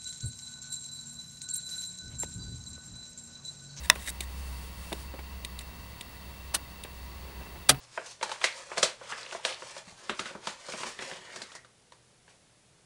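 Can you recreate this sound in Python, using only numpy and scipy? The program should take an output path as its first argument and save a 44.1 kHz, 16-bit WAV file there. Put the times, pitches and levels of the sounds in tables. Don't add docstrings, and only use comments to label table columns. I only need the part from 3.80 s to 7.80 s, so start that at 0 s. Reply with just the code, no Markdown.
import sys
import numpy as np
from scipy import signal
from scipy.fft import rfft, irfft, next_fast_len
from scipy.io import wavfile
from scipy.ndimage import map_coordinates

SR = 44100
rng = np.random.default_rng(int(sys.argv[2]) if len(sys.argv) > 2 else 0)


def waveform_to_disk(signal):
    frames = np.transpose(np.atleast_2d(signal))
    scaled = np.clip(frames, -1, 1) * 32767
    samples = np.round(scaled).astype(np.int16)
    wavfile.write(sys.argv[1], SR, samples)


N = 176400
T = np.arange(N) / SR
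AGE = np.arange(SR // 4) / SR

# (frequency [Hz], level [dB])
SOFT_CONTACT_SPECTRUM = [(100, -21), (410, 4), (630, -4), (810, -0.5), (1200, -8.5), (2600, -9.5),
                         (5000, -29.5), (14000, -40)]


def amp(db):
    return 10 ** (np.asarray(db) / 20)


def unit(x):
    return x / np.sqrt(np.mean(x ** 2) + 1e-20)


def along(points, hz):
    freqs, values = np.transpose(points)
    return np.interp(np.log(hz + 1), np.log(freqs + 1), values)


def filtered(x, response):
    size = next_fast_len(x.shape[-1] + SR // 10)
    spectrum = rfft(x, size) * response(np.fft.rfftfreq(size, 1 / SR))
    return irfft(spectrum, size)[..., :x.shape[-1]]


def noise(spectrum, size, tilt=0):
    response = lambda hz: amp(along(spectrum, hz) + tilt * np.log2(1 + hz / 100))
    return unit(filtered(rng.standard_normal(size), response))


def wobble(per_s, t):
    return map_coordinates(rng.standard_normal(len(t) // 8), [t * per_s], mode="wrap")


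def grain(t, depth_db, per_s):
    return amp(depth_db * wobble(per_s, t))


def fade(t60, t=AGE):
    return np.exp(-np.log(1000) * np.maximum(t, 0) / t60)


def add(track, start, sound):
    i = round(start * SR)
    track[i:i + len(sound)] += sound[:N - i]


def burst(spectrum, rise_s, decay, tilt=0, order=1):
    centres = np.geomspace(100, 16000, 9)
    envelope = lambda hz: np.minimum(AGE / rise_s, 1) ** order * fade(along(decay, hz), AGE - rise_s)
    bank = lambda hz: np.array([along(np.c_[centres, row], hz) for row in np.eye(len(centres))])
    bands = filtered(noise(spectrum, len(AGE), tilt), bank)
    sound = sum(band * unit(envelope(hz)) for band, hz in zip(bands, centres))
    return unit(sound) * np.sqrt(np.mean(envelope(centres[-3]) ** 2))


def ring(modes, attack_s, tilt=0):
    middle_hz = np.mean([mode[0] for mode in modes])
    tones = 0
    for hz, db, t60 in modes:
        gain = amp(db + rng.normal(0, 1) + tilt * np.log2(hz / middle_hz))
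        tones += gain * fade(t60) * np.sin(2 * np.pi * (hz * AGE + rng.random()))
    return tones * (1 - np.exp(-AGE / attack_s))


def swells(strokes):
    return sum(amp(db) * np.exp(-((T - centre) / half_width) ** 2) for centre, half_width, db in strokes)


def hum():
    # (time [s], relative level [dB])
    levels = [(0, -41.5), (0.3, -45), (0.48, -38), (0.76, -36), (0.85, -44), (1.6, -42.5), (2.1, -48),
              (3.0, -48), (3.58, -45.5), (3.8, -54.5)]
    # (frequency [Hz], level [dB])
    rumble = [(20, -23), (38, -22), (58, -3.5), (78, -11), (120, -44.5)]
    pitch_hz, waver_hz = 64.5, 1
    phase = 2 * np.pi * np.cumsum(pitch_hz + waver_hz * wobble(7.8, T)) / SR
    envelope = amp(np.interp(T, *np.transpose(levels)) - 2.5)
    return envelope * unit(np.sin(phase)) + amp(-51.5) * noise(rumble, N)


def cabin_air():
    # (frequency [Hz], level [dB])
    spectrum = [(20, -6), (90, 1), (180, 0), (300, -9), (1000, -11), (1450, -15), (4500, -18), (8000, -27),
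                (10300, -22), (12500, -36)]
    # (frequency [Hz], bandwidth [Hz], level [dB])
    resonances = [(177.3, 28, 10.5), (953.6, 66, 5.5), (1107, 85, 3), (1963, 240, 0), (2699, 94, 5),
                  (3770, 150, -4.5), (4520, 243, -1)]
    response = lambda f: np.sqrt(sum(amp(db) ** 2 / (1 + (2 * (f - hz) / width) ** 2) ** 2
                                     for hz, width, db in resonances))
    return amp(-50) * noise(spectrum, N) + amp(-54) * unit(filtered(rng.standard_normal(N), response))


def camera_whine(hz=15669.5):
    return amp(-58) * unit(np.sin(2 * np.pi * hz * T))


def cloth():
    # (centre time [s], half width [s], level [dB])
    rustles = [(0.17, 0.23, -54.5), (0.74, 0.22, -52.5), (1.08, 0.092, -51.5), (1.21, 0.051, -54)]
    # (frequency [Hz], level [dB])
    spectrum = [(2500, 1), (5200, 0.5), (7000, -2), (9700, 3), (14000, -13)]
    # (centre time [s], half width [s], level [dB])
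    shuffles = [(3.62, 0.3, -53.5)]
    sleeve = swells(rustles) * noise(spectrum, N) * grain(T, depth_db=1.7, per_s=45)
    seat = swells(shuffles) * noise(SOFT_CONTACT_SPECTRUM, N) * grain(T, depth_db=3, per_s=90)
    return sleeve + seat


def scrapes(edge_s=0.006):
    # (time [s], duration [s], level [dB], tilt [dB/octave])
    strokes = [(0.034, 0.028, -46, -1.5), (0.193, 0.074, -49, 0), (0.262, 0.014, -38.5, 1.5),
               (0.274, 0.016, -32.5, -3.5), (0.29, 0.015, -35, 2), (0.417, 0.027, -47.5, -1),
               (1.807, 0.014, -45.5, -2.5)]
    # (frequency [Hz], level [dB])
    spectrum = [(1150, -22), (1500, -6), (1950, 7), (2300, -3), (3500, -4), (3780, 9.5), (4050, -7),
                (6800, -4), (8300, 3), (10500, -5.5), (14000, -13), (16000, -27)]
    out = np.zeros(N)
    for start, duration, db, tilt in strokes:
        envelope = np.clip(np.minimum(AGE, duration + edge_s - AGE) / edge_s, 0, 1)
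        friction = unit(noise(spectrum, len(AGE), tilt) * grain(AGE, depth_db=2.5, per_s=448))
        add(out, start - edge_s / 2, amp(db) * envelope * friction)
    return out


def knocks(rise_s=0.00098, t60=0.048):
    # (time [s], level [dB], tilt [dB/octave])
    bumps = [(0.157, -35, 4.5), (0.4065, -41.5, -5), (1.1196, -32, -1.5), (1.1286, -31, -6),
             (1.339, -36.5, -3), (1.39, -40, 3), (3.048, -38, 2), (3.945, -39.5, 4)]
    out = np.zeros(N)
    for start, db, tilt in bumps:
        add(out, start, amp(db) * burst(SOFT_CONTACT_SPECTRUM, rise_s, [(1, t60)], tilt))
    return out


def ticks(crack_t60=0.024):
    # (time [s], relative level [dB], tilt [dB/octave], attack [s])
    contacts = [(0.154, -41.5, 6, 0.0011), (0.4052, -28, 3, 0.002), (1.1278, -30, 1, 0.0005),
                (1.6483, -31, 1, 0.00021), (1.7894, -34.5, 3.5, 0.00071), (2.2099, -34, 1.5, 0.00072),
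                (3.0362, -37, 3, 0.0016)]
    # (frequency [Hz], level [dB], t60 [s])
    modes = [(1980, -7.5, 0.028), (2750, -11, 0.034), (3750, 2, 0.02), (9550, -17, .012)]
    # (frequency [Hz], level [dB])
    spectrum = [(480, -4), (1500, -38), (2300, -3), (4000, -0.5), (5600, -16), (9300, -7.5), (12000, -18),
                (15500, -29)]
    out = np.zeros(N)
    for start, db, tilt, attack_s in contacts:
        crack = amp(1) * burst(spectrum, attack_s, [(1, crack_t60)], tilt)
        ringing = amp(2) * ring(modes, attack_s, tilt)
        add(out, start, amp(db) * (ringing + crack))
    return out


def clacks():
    # (time [s], level [dB], tilt [dB/octave], rise [s], base t60 [s])
    rushes = [(2.737, -30, -2.5, 0.005, 0.06), (2.7404, -20, 2, 0.0079, 0.037),
              (3.886, -9, 0, 0.0093, 0.043)]
    # (frequency [Hz], level [dB])
    spectrum = [(130, -12.5), (480, -9.5), (950, -4), (1400, -3.5), (2200, -6), (3500, -1), (7000, -7.5),
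                (9500, -0.5), (11500, -9.5), (14000, -27)]
    # (frequency [Hz], multiple of the base t60 [1])
    linger = [(150, 3.8), (800, 1.56), (9000, 1.15)]
    # (time [s], level [dB], tilt [dB/octave], pitch ratio [1])
    thuds = [(2.7472, -38.5, 4.5, 0.89), (3.8935, -23, 0, 1)]
    # (frequency at pitch ratio 1 [Hz], level [dB], t60 [s])
    panel_modes = [(139, -2.5, 0.13), (269, -4, 0.1), (412, -4, 0.095), (623.5, 0.5, 0.075),
                   (745, -4.5, 0.13), (1255, 11, 0.039), (1606, 9.5, 0.046), (1680, 5, 0.028),
                   (3290, 15, .03), (3840, 0, 0.018), (4700, 20, 0.022)]
    out = np.zeros(N)
    for start, db, tilt, rise_s, base_t60 in rushes:
        decay = [(hz, base_t60 * multiple) for hz, multiple in linger]
        rush = burst(spectrum, rise_s, decay, tilt, order=2)
        gritty = unit(rush * grain(AGE, depth_db=2, per_s=1100)) * rush.std()
        add(out, start, amp(db) * gritty)
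    for start, db, tilt, pitch in thuds:
        modes = [(hz * pitch, level, t60) for hz, level, t60 in panel_modes]
        add(out, start, amp(db) * ring(modes, attack_s=0.005, tilt=tilt))
    return out


def snap(attack_s=0.00062):
    # (time [s], relative level [dB])
    releases = [(0.0995, -2)]
    # (frequency [Hz], level [dB], t60 [s])
    modes = [(630, -18, 0.022), (960, -21, .026), (1330, -12, 0.0085), (1974, -12, 0.014),
             (2560, -5, 0.014), (3615, -1, 0.009), (5400, 7, 0.0042), (9300, -1.5, 0.007)]
    # (frequency [Hz], level [dB])
    spectrum = [(100, -24), (230, 0.5), (330, -15.5), (650, 8), (1600, 7), (5000, -2), (9800, 2),
                (13000, -10.5)]
    # (frequency [Hz], t60 [s])
    decay = [(200, 0.043), (1000, 0.0093), (3000, 0.014), (12000, 0.0071)]
    out = np.zeros(N)
    for start, db in releases:
        ringing = amp(5.5) * ring(modes, attack_s)
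        crack = amp(-1.5) * burst(spectrum, attack_s, decay)
        add(out, start, amp(db) * (ringing + crack))
    return out


def cabin_reverb(x):
    # (frequency [Hz], t60 [s])
    decay = [(200, 0.21), (12000, 0.039)]
    tail = burst(spectrum=[(100, 16.5), (16000, -11.5)], rise_s=0.0005, decay=decay)
    return amp(-19) * signal.fftconvolve(x, tail / np.linalg.norm(tail))[:N]


def scene():
    handling = snap() + ticks() + clacks() + knocks() + scrapes()
    return (handling + cabin_reverb(handling) + cloth() + hum() + cabin_air() + camera_whine())[None]


def record(dry, full_scale=0.95, top_hz=16300):
    return filtered(np.clip(dry, -full_scale, full_scale), lambda hz: hz < top_hz)


dry = scene()
out = record(dry)
waveform_to_disk(out)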